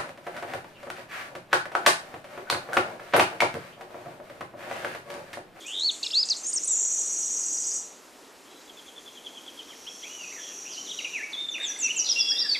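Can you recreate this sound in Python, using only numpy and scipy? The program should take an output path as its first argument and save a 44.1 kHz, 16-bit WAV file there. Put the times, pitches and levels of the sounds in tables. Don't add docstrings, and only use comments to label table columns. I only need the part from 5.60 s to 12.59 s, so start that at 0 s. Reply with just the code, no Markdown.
import sys
import numpy as np
from scipy import signal
from scipy.io import wavfile
from scipy.ndimage import uniform_filter1d

SR = 44100
rng = np.random.default_rng(int(sys.argv[2]) if len(sys.argv) > 2 else 0)


def gain_from_decibels(decibels):
    exponent = np.asarray(decibels, float) / 20
    return 10 ** exponent


def materialize(psi):
    bounded = np.clip(np.atleast_2d(psi).T, -1, 1)
    quanta = np.round(bounded * 32767).astype(np.int16)
    wavfile.write(sys.argv[1], SR, quanta)


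N = 308259

# share of length, share of way to the second pitch, level/dB
STRIKE_SHAPE = [(0, 0.085, 1.5), (.4, 0.55, -1), (1, 0.83, -6)]
# share of length, share of way to the second pitch, level/dB
SWELL_SHAPE = [(0, 0, -12), (.5, .7, -3), (1, 1, 0)]


def rms_one(x):
    return x / np.sqrt(np.mean(x ** 2) + 1e-20)


def at_hz(points, hz):
    table_hz, value = np.array(points).T
    return np.interp(np.log(hz), np.log(table_hz), value)


def drift(rate_hz):
    r = np.exp(-2 * np.pi * rate_hz / SR)
    slow = signal.lfilter([1], [1, -2 * r, r * r], rng.standard_normal(N + SR))
    return rms_one(slow[SR:])


def add(out, note, at=0., gain_db=0., tops=None, skew=0.79, fade=.004, half_db=-60,
        gap_db=0., gap_at=0.18, gap_width=0.11, size=110, waver=0.):
    s, hz, level_db, *swing_hz = np.transpose(note)
    first = max(int((at + s[0] - fade) * SR), 0)
    last = min(int((at + s[-1] + fade) * SR), N)
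    i = np.arange(first, last)
    t = i / SR - at
    pitch = np.interp(t, s, hz)
    level = np.interp(t, s, level_db) + gain_db
    if tops:
        turn = np.interp(t, tops, np.arange(len(tops))) % 1
        pitch += np.interp(t, s, swing_hz[0]) * signal.sawtooth(2 * np.pi * (turn + skew), skew)
        level += gap_db * np.exp(-((turn - gap_at) / gap_width) ** 2)
    knots = t[::130]
    wobble = np.interp(t, knots, rng.standard_normal(len(knots)))
    smooth_hz = uniform_filter1d(pitch, size=size, mode="nearest") * (1 + waver * wobble)
    phase = 2 * np.pi * np.cumsum(smooth_hz) / SR
    edge = np.clip(np.minimum(t - t[0], t[-1] - t) / (2 * fade), 0, 1)
    tone = np.sin(phase) + gain_from_decibels(half_db) * np.sin(phase / 2)
    out[i] += np.sqrt(2) * gain_from_decibels(level) * np.sin(np.pi / 2 * edge) ** 2 * tone


def phrase(notes, **how):
    out = np.zeros(N)
    for note in notes:
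        add(out, note, **how)
    return out


def repeat(syllable, beats, gain_db, change=0.0053):
    out = np.zeros(N)
    bends = 1 + change * rng.standard_normal(len(beats))
    for (s, level_db, *share), bend in zip(beats, bends):
        for note in syllable:
            bent = np.array(note) * [1, bend * np.prod(share), 1]
            add(out, bent, at=s, gain_db=level_db + gain_db, fade=.002)
    return out


def shaped(shape, rows):
    return [[(s + a * length, first + b * (second - first), level_db + c) for a, b, c in shape]
            for s, length, first, second, level_db in rows]


def slowing(run, count):
    start, gap, growth = run
    k = np.arange(count)
    return start + gap * k + growth * k * (k - 1) / 2


def beats_of(curve):
    s, per_s, level_db, share = np.transpose(curve)
    t = np.arange(s[0], s[-1], 1 / SR)
    count = np.floor(np.cumsum(np.interp(t, s, per_s)) / SR)
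    at = t[1:][np.diff(count) > 0]
    return np.c_[at, np.interp(at, s, level_db), np.interp(at, s, share)]


def leaves(x, flutter_db, close_db, haze_db, close_t60=0.12, haze_t60=0.7, wall_db=-60):
    t = np.arange(SR) / SR
    close, haze = rng.standard_normal((2, SR))
    close = close * gain_from_decibels(-60 * t / close_t60) * (t > .002)
    haze = haze * gain_from_decibels(-60 * t / haze_t60) * (1 - np.exp(-t / 0.015))
    echo = gain_from_decibels(close_db) * close / np.linalg.norm(close)
    echo += gain_from_decibels(haze_db) * haze / np.linalg.norm(haze)
    wall = close[100:600]
    wall_start = int(.045 * SR)
    echo[wall_start:wall_start + len(wall)] += gain_from_decibels(wall_db) * wall / np.linalg.norm(wall)
    return x * gain_from_decibels(flutter_db * drift(230)) + signal.fftconvolve(x, echo)[:N]


def air(patchy_db):
    # f/Hz, level/dB per Hz
    colour = [(20, -22), (60, -16), (120, -21.5), (190, -11), (280, -2.5), (450, -3.5), (730, -7.5),
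              (1000, -8), (1600, -12), (2700, -9.5), (4000, -11.5), (7000, -12.5), (10000, -19),
              (14000, -22.5)]
    # f/Hz, correlation
    likeness = [(30, -.2), (80, -.4), (180, .64), (300, .955), (500, .93), (800, .87), (1500, .6),
                (2800, .995), (7000, .995), (12000, .985)]
    # t/s, level/dB, extra level/dB between 2 and 14 kHz
    bed_swell = [(0., -54.5, -2), (1.5, -54.5, -0.8), (2.67, -55, -5), (4., -54.5, -1.8), (5.4, -54, -0.5),
                 (5.9, -53.5, -3.5), (6.25, -52, -0.5), (6.74, -53, 1), (6.99, -52.5, -2.5)]
    s, bed_db, extra_db = np.transpose(bed_swell)
    t = np.arange(N) / SR
    level_db = np.interp(t, s, bed_db)
    upper_db = np.interp(t, s, extra_db)
    white = rng.standard_normal((2, 2, N))
    edges = 22 * 2 ** np.arange(0, 9.6, .5)
    out = 0
    for k, (low, high) in enumerate(zip(edges, edges[1:])):
        band = signal.butter(2, [low, high], "band", fs=SR, output="sos")
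        mid, side = signal.sosfilt(band, white[k % 2])
        hz = np.sqrt(low * high)
        alike = np.clip(at_hz(likeness, hz), -1, 1)
        flicker_db = patchy_db * np.clip(330 / hz, 1.8, 8) * drift(12.0)
        gain = gain_from_decibels(at_hz(colour, hz) + flicker_db + upper_db * (2000 < hz < 14000))
        out = out + gain * (np.sqrt(1 + alike) * mid + np.sqrt(1 - alike) * side * [[1], [-1]])
    return rms_one(out) * gain_from_decibels(level_db + 5.5)


def far_birds():
    # t/s from the beat, f/Hz, level/dB
    far_pair = [
        [(-.008, 7800, -14), (0, 7450, -8.5), (.012, 6500, -3), (.02, 5954, -5), (.032, 5840, -6)],
        [(.036, 7000, -12), (.044, 6150, -3), (.058, 5856, -4.5)],
    ]
    # t/s from the beat, f/Hz, level/dB
    faint_flick = [
        [(0, 5750, -8), (.008, 6610, 0.5), (.016, 7900, -4)],
    ]
    # t/s, syllables per s, level/dB, pitch share
    buzz_pace = [(3.95, 17.4, -62, 0.91), (4.15, 17.4, -53, 0.93), (4.3, 15.6, -48.5, .93),
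                 (4.5, 14, -45, 0.98), (4.95, 14, -42, 0.97), (5.3, 12, -42, 0.95), (5.55, 16, -48, 0.96)]
    # t/s, syllables per s, level/dB, pitch share
    faint_pace = [(2.86, 8.2, -65, 1.), (3.2, 7.2, -62, 1.), (3.6, 7.7, -60, 0.95), (4.1, 9.4, -66, 0.89)]
    song = repeat(far_pair, beats_of(buzz_pace), gain_db=-8.5, change=.014)
    song += repeat(faint_flick, beats_of(faint_pace), gain_db=-3)
    return leaves(song, flutter_db=4, close_db=10.5, haze_db=13.5, close_t60=.12)


def chipper():
    # t/s from the beat, f/Hz, level/dB
    chip = [
        [(-.021, 3580, -14), (-.013, 3370, -11), (-.007, 3480, -14)],
        [(-.004, 3520, -10), (0, 3390, -2), (.005, 3230, -2), (.01, 3060, -12)],
        [(.015, 2700, -27), (.026, 2550, -27)],
    ]
    # t/s, level/dB, pitch share
    chips = [(3.096, -47, 1.005), (3.189, -43.5, 0.99), (3.282, -42.5, 0.99), (3.379, -40.5, 0.98),
             (3.477, -40.5, 0.99), (3.573, -40, 0.98), (3.666, -34.5, 0.98), (3.771, -37.5, 0.96),
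             (3.882, -39, .96), (3.994, -35.5, 0.95), (4.106, -40.5, 0.97)]
    # t/s from the beat, f/Hz, level/dB
    hook = [
        [(-.022, 2500, -30), (-.01, 2850, -22), (-.003, 3130, -9), (.004, 3340, -5), (.01, 3400, -14)],
        [(.016, 2750, -27), (.03, 2500, -28)],
    ]
    # t/s, level/dB
    hooks = [
        (4.2764, -31),
        (4.4341, -36.5),
    ]
    calls = repeat(chip, chips, gain_db=-1.5, change=0.018) + repeat(hook, hooks, gain_db=0.5)
    return leaves(calls, flutter_db=3.0, close_db=-0.5, haze_db=-4.0, close_t60=0.049)


def chatter():
    # share of length, share of way to the second pitch, level/dB
    arch = [(0, 0, 5.6), (.35, .35, 7.1), (1, 1, 2.5)]
    # t/s, length/s, first centre f/Hz, last centre f/Hz, level/dB
    bursts = [(4.79, .085, 3250, 3150, -55), (4.87, .07, 2660, 2580, -61), (5.051, .071, 2400, 3350, -53),
              (5.116, .045, 5350, 3700, -53), (5.36, .078, 3770, 3680, -55), (2.855, .115, 3100, 3300, -68),
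              (.008, .04, 3200, 3550, -55), (6.39, .02, 5000, 4500, -50), (.448, .014, 5200, 5100, -44),
              (5.385, .03, 4700, 4400, -60)]
    turns_per_s, swing_hz = 68, 290
    out = np.zeros(N)
    for rows in shaped(arch, bursts):
        tops = list(rows[0][0] + np.arange(16) / turns_per_s)
        warbled = [(*point, swing_hz) for point in rows]
        out += phrase([warbled], tops=tops, skew=0.3, gap_db=-10, gap_at=.6, gap_width=.2)
    return leaves(out, flutter_db=4, close_db=-1.5, haze_db=3)


def falling_series():
    # share of length, share of way to the second pitch, level/dB
    fall_shape = [(0, 0.0044, -13.5), (.33, .48, -8.5), (.65, .89, -1), (1, 0.97, -5.5)]
    # t/s, length/s, first f/Hz, second f/Hz, level/dB
    long_falls = [
        (5.879, 0.083, 7660, 5730, -43),
        (6.031, 0.091, 8020, 5700, -31.5),
        (6.187, 0.084, 8080, 5640, -24.5),
        (6.363, 0.057, 7630, 5575, -21),
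    ]
    # t/s from the beat, f/Hz, level/dB
    short_fall = [
        [(0, 5780, -4.5), (.013, 5680, -2.5), (.032, 5030, 0), (.046, 4807, -8.5)],
    ]
    # t/s, level/dB, pitch share
    short_beats = [(6.488, -21.5, 1.01), (6.587, -21, 0.99), (6.688, -22.5, 0.98), (6.788, -22, 0.96)]
    # t/s, f/Hz, level/dB
    last_fall = [
        [(6.889, 4870, -25), (6.9, 4660, -23.5), (6.915, 4500, -27), (6.928, 4460, -25), (6.938, 4620, -28)],
    ]
    falls = phrase(shaped(fall_shape, long_falls), size=260)
    falls += repeat(short_fall, short_beats, gain_db=-0.5) + phrase(last_fall)
    return leaves(falls, flutter_db=2.0, close_db=-6, haze_db=-5, wall_db=-19)


def glides():
    # t/s, f/Hz, level/dB
    slurs = [
        [(5.168, 2740, -47), (5.182, 3020, -38), (5.196, 3095, -43.5), (5.215, 2960, -45)],
        [(5.262, 4110, -46), (5.29, 2900, -42.5), (5.3, 3685, -38), (5.308, 3906, -38), (5.322, 3110, -32)],
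        [(5.39, 3014, -27.5), (5.402, 2380, -41), (5.409, 1990, -46), (5.418, 2450, -44)],
        [(5.447, 2890, -26.5), (5.461, 2270, -43), (5.473, 2500, -34.5), (5.483, 2293, -48)],
        [(5.766, 3560, -38), (5.78, 3594, -34), (5.797, 3600, -38), (5.815, 3654, -32.5), (5.835, 3610, -39),
         (5.85, 3600, -33), (5.868, 3590, -53), (5.89, 3517, -29), (5.915, 3600, -47)],
        [(5.925, 3597, -35), (5.94, 3574, -43), (5.975, 3556, -36.5)],
        [(6.588, 3480, -32), (6.61, 3384, -28.5), (6.645, 3373, -38), (6.685, 3356, -28), (6.72, 3300, -35.5),
         (6.76, 3310, -41)],
        [(5.537, 2757, -33), (5.56, 2494, -31.5), (5.598, 1768, -42.5), (5.612, 1664, -45), (5.625, 1966, -41),
         (5.634, 2260, -35), (5.647, 2280, -33.5)],
        [(5.998, 3560, -36), (6.018, 3703, -35), (6.034, 3726, -38), (6.06, 3660, -39), (6.075, 3730, -54)],
        [(6.037, 3597, -26.5), (6.055, 3415, -35.5), (6.075, 3180, -43)],
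        [(6.224, 2725, -38), (6.25, 2704, -27), (6.275, 2620, -31.5), (6.288, 2160, -44), (6.298, 2872, -29.5),
         (6.315, 2970, -31.5), (6.33, 2880, -47)],
        [(6.292, 2660, -46), (6.312, 2740, -44), (6.325, 2840, -46)],
    ]
    # t/s, f/Hz, level/dB
    arcs = [
        [(6.752, 3450, -42), (6.77, 3594, -32), (6.79, 3640, -34.5), (6.815, 3660, -39)],
        [(6.926, 5800, -44), (6.931, 6220, -40), (6.936, 6000, -44)],
        [(4.6, 4800, -60), (4.625, 4600, -53), (4.645, 4480, -60)],
    ]
    # t/s, f/Hz, level/dB
    hoarse = [
        [(2.905, 3900, -64), (2.93, 3950, -62), (2.98, 3940, -63), (3.02, 3940, -68)],
        [(4.43, 2014, -55), (4.455, 2420, -46), (4.485, 2820, -59)],
        [(4.495, 2856, -49), (4.54, 3000, -51), (4.58, 2960, -47.5), (4.62, 2710, -45.5), (4.658, 2428, -44.5)],
        [(4.715, 1930, -46), (4.726, 2230, -48), (4.74, 2700, -59)],
        [(4.755, 2195, -50), (4.766, 1900, -51), (4.797, 1706, -52)],
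        [(5.7, 6350, -60), (5.75, 6450, -61), (5.8, 6480, -61)],
        [(5.985, 1627, -44), (5.997, 1600, -50), (6.008, 2300, -38)],
        [(6.01, 1640, -41), (6.018, 2180, -41), (6.026, 2820, -52)],
        [(6.165, 4600, -61), (6.19, 4600, -66), (6.215, 4500, -66)],
        [(6.439, 5350, -48), (6.446, 4750, -40), (6.465, 4880, -41), (6.485, 4970, -37), (6.495, 5020, -42)],
        [(6.446, 4380, -38), (6.452, 3590, -44), (6.457, 4300, -33), (6.462, 3800, -44)],
        [(6.466, 4350, -23.5), (6.474, 3220, -38), (6.482, 3900, -42)],
        [(6.487, 4110, -29), (6.497, 3060, -34.5), (6.504, 3550, -40), (6.514, 3500, -36)],
        [(6.705, 1417, -51), (6.722, 1780, -49.5), (6.745, 1910, -56), (6.8, 1960, -61), (6.83, 1900, -49),
         (6.86, 1715, -44), (6.878, 1590, -48)],
    ]
    # share of length, share of way to the second pitch, level/dB
    hold_shape = [(0, 0.019, 9.5), (.3, 0.303, 2), (1, 1, 7.5)]
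    dip_shape = [(0, 0, 3.6), (.5, 0.95, 0.5), (1, .35, 2.5)]
    # t/s, length/s, first f/Hz, second f/Hz, level/dB
    strikes = [(5.978, .008, 2870, 1570, -36), (6.1, .02, 1700, 1615, -44), (6.56, 0.039, 2738, 2766, -28),
               (6.939, .028, 4360, 2970, -31.5), (6.948, .022, 2770, 1775, -31)]
    swells = [(5.721, 0.025, 4650, 3550, -38), (4, .04, 3600, 3700, -57), (6.159, 0.0079, 2200, 2050, -38),
              (6.34, 0.047, 3200, 3000, -43)]
    holds = [(4.85, .025, 1870, 1820, -60), (5.328, .008, 3000, 2900, -49), (6.6, .11, 2760, 2733, -48),
             (4.122, .018, 2500, 1780, -58), (5.734, 0.019, 3520, 3400, -37.5),
             (6.775, 0.037, 3960, 4020, -45), (6.85, .07, 3650, 3600, -55), (6.85, .1, 7900, 7400, -63)]
    dips = [(5.945, 0.0298, 2960, 2304, -35)]
    notes = slurs + arcs + shaped(STRIKE_SHAPE, strikes) + shaped(SWELL_SHAPE, swells)
    notes += shaped(hold_shape, holds) + shaped(dip_shape, dips)
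    clear = phrase(notes, size=260, waver=.004, fade=.005)
    clear = leaves(clear, flutter_db=2, close_db=-7, haze_db=-4, haze_t60=.75)
    rough = phrase(hoarse, size=200, waver=.01)
    return clear + leaves(rough, flutter_db=3.5, close_db=-2, haze_db=-1, haze_t60=.6)


def whistlers():
    return glides() + falling_series() + chipper() + chatter()


def triller():
    # t/s from the beat, f/Hz, level/dB
    flick = [
        [(-.006, 4920, -24), (-.002, 5750, -9), (.002, 7030, -1.5), (.005, 8230, -10.5), (.009, 9100, -24)],
    ]
    # t/s, level/dB
    flick_beats = [(.008, -52), (.0642, -38.5), (0.195, -38), (0.3146, -37), (0.433, -38), (0.544, -37.5),
                   (0.6536, -36.5), (0.766, -36), (0.867, -31.5), (0.954, -37)]
    # t/s from the beat, f/Hz, level/dB
    triple = [
        [(-.027, 5506, -15), (-.022, 6060, -2), (-.017, 6567, -5.5), (-.009, 6770, -5.5), (-.004, 6800, -12)],
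        [(-.003, 8760, -12.5), (.001, 8090, -5.5), (.005, 7430, -1.5), (.010, 6566, -3), (.014, 6500, -10)],
        [(.014, 5816, -14.5), (.022, 5780, -7), (.028, 6130, -12), (.035, 6700, -20)],
    ]
    # t/s from the beat, f/Hz, level/dB
    scoop = [
        [(-.029, 4400, -33), (-.026, 4950, -26), (-.023, 5600, -21)],
    ]
    # first t/s, first gap/s, growth of each gap/s
    trill_run = (1.016, .0611, .000615)
    flicks = repeat(flick, flick_beats, gain_db=2.5, change=0.0172)
    flicks = leaves(flicks, flutter_db=3.0, close_db=4.5, haze_db=6, close_t60=.17, wall_db=-7)
    at = slowing(trill_run, count=18)
    full_db, warmup_db, warmup_s = -26, -7.5, 0.14
    beats = np.c_[at, full_db + warmup_db * np.exp((at[0] - at) / warmup_s)]
    scoops = [(s, level_db + 20 * (s - 2.1)) for s, level_db in beats]
    trill = repeat(triple, beats, gain_db=-4.5, change=0.005) + repeat(scoop, scoops, gain_db=8.5)
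    trill = leaves(trill, flutter_db=2.5, close_db=2.5, haze_db=4.5, haze_t60=0.48, wall_db=-6.5)
    effort = np.sqrt(uniform_filter1d(trill ** 2, size=2000).clip(0))
    band = signal.butter(2, [8800, 12500], "band", fs=SR, output="sos")
    hiss = signal.sosfilt(band, rng.standard_normal(N))
    rasp = gain_from_decibels(-19.5) * effort * hiss
    return trill + rasp + flicks


def warbler():
    # t/s, f/Hz, level/dB
    low_turns = [
        [(.245, 4230, -24), (.27, 4555, -23.5), (.285, 4230, -24), (.3, 3500, -22), (.312, 2570, -48)],
        [(.429, 3550, -32), (.433, 4890, -24.5), (.44, 3700, -29.5), (.452, 2450, -45), (.465, 2420, -48)],
        [(.425, 2600, -47), (.45, 2896, -41), (.478, 2670, -45)],
        [(.52, 2770, -46), (.57, 2684, -53), (.64, 2630, -61), (.7, 2714, -57), (.722, 2700, -56)],
        [(.518, 2610, -53), (.538, 3490, -28.5), (.556, 4200, -22), (.578, 4500, -19), (.596, 4960, -21.5),
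         (.61, 5110, -20.5), (.62, 5250, -35), (.631, 4840, -19.5), (.641, 3320, -39)],
        [(.699, 6500, -23), (.707, 4950, -19.5), (.72, 4260, -21.5), (.738, 3500, -39), (.745, 2740, -63)],
    ]
    high_turns = [
        [(.835, 6250, -32), (.841, 6260, -35)],
        [(.841, 7350, -38), (.848, 7400, -36)],
        [(.843, 4460, -46), (.851, 6300, -33), (.862, 6550, -32.5), (.875, 6840, -30), (.9, 6880, -31),
         (.908, 6740, -40)],
        [(.864, 8900, -44), (.88, 8800, -40), (.902, 8960, -31), (.91, 8400, -43), (.916, 6950, -46)],
        [(.93, 4650, -27), (.934, 7620, -28), (.94, 8700, -27.5), (.947, 8760, -32.5), (.955, 8000, -29),
         (.965, 6400, -24.5), (.985, 5180, -26.5)],
        [(1.034, 6700, -31), (1.041, 7200, -23)],
        [(1.041, 5900, -36), (1.046, 7960, -28), (1.053, 8900, -35), (1.064, 9350, -42)],
    ]
    # t/s, length/s, first f/Hz, second f/Hz, level/dB
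    near_strikes = [(.688, 0.0038, 6600, 3370, -22.5)]
    near_swells = [(.044, .029, 2270, 2560, -42), (.503, 0.018, 2400, 5500, -28.5),
                   (.461, 0.0109, 5500, 3430, -23.5)]
    # t/s, f/Hz, level/dB
    lead_in = [(1.075, 9200, -26), (1.082, 6750, -22), (1.092, 8250, -30), (1.098, 7700, -27),
               (1.105, 7800, -25), (1.113, 7330, -23), (1.126, 7450, -26), (1.134, 7100, -22),
               (1.143, 6660, -27)]
    # t/s, centre f/Hz, level/dB, swing/Hz
    roll = [(.077, 2776, -35.5, 130), (.105, 2784, -38.5, 330), (.15, 3425, -30.5, 482),
            (.2, 3490, -28.5, 463), (.225, 3960, -24, 292), (.248, 4470, -25, 115.6)]
    buzz = [(1.143, 7110, -26.5, 400), (1.2, 7040, -25, 480), (1.24, 7000, -27, 480),
            (1.27, 6800, -28.5, 746), (1.33, 6750, -29.5, 800), (1.38, 6790, -30, 750),
            (1.425, 6980, -29, 550)]
    # first t/s, first gap/s, growth of each gap/s
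    roll_run = (.0752, .0074, .00035)
    buzz_run = (1.141, .0195, .00036)
    plain = shaped(STRIKE_SHAPE, near_strikes) + shaped(SWELL_SHAPE, near_swells)
    song = phrase(low_turns + high_turns + plain)
    song += phrase([lead_in], half_db=-30.5)
    roll_tops = list(slowing(roll_run, count=18))
    song += phrase([roll], tops=roll_tops, skew=0.5, gap_db=-10, gap_at=.55, gap_width=.22, waver=.005)
    buzz_tops = list(slowing(buzz_run, count=15))
    song += phrase([buzz], tops=buzz_tops, skew=0.81, half_db=-37.0, gap_db=-12, waver=.026)
    return leaves(song, flutter_db=1.3, close_db=-13, haze_db=-16.5, haze_t60=.33, wall_db=-20)


def scene():
    birds = far_birds() + whistlers() + triller() + warbler()
    side = gain_from_decibels(-35) * np.roll(birds, shift=40) * [[1], [-1]]
    return air(patchy_db=.65) + birds + side


def roll_off(x):
    return signal.sosfilt(signal.butter(12, 15280, fs=SR, output="sos"), x)


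def record(dry):
    quiet_edge_hz, loud_edge_hz = 14400, 12900
    hz, s, z = signal.stft(dry, SR, nperseg=1024)
    power_db = 10 * np.log10(uniform_filter1d(dry[0] ** 2, size=9000) + 1e-12)
    loud_db = np.interp(s, np.arange(N) / SR, power_db)
    loud = np.clip((loud_db + 45.5) / 14, 0, 1)
    edge_hz = quiet_edge_hz + (loud_edge_hz - quiet_edge_hz) * loud ** 2
    patch = rng.logistic(size=(len(hz) // 6 + 1, len(s) // 3 + 1))
    patch = patch.repeat(6, axis=0).repeat(3, axis=1)[:len(hz), :len(s)]
    ragged_hz = edge_hz + (120 + 330 * loud) * patch
    kept = z * (hz[:, None] < np.minimum(ragged_hz, quiet_edge_hz))
    mix = signal.istft(kept, SR, nperseg=1024)[1][:, :N]
    return roll_off(mix)


dry = scene()
out = record(dry)
materialize(out)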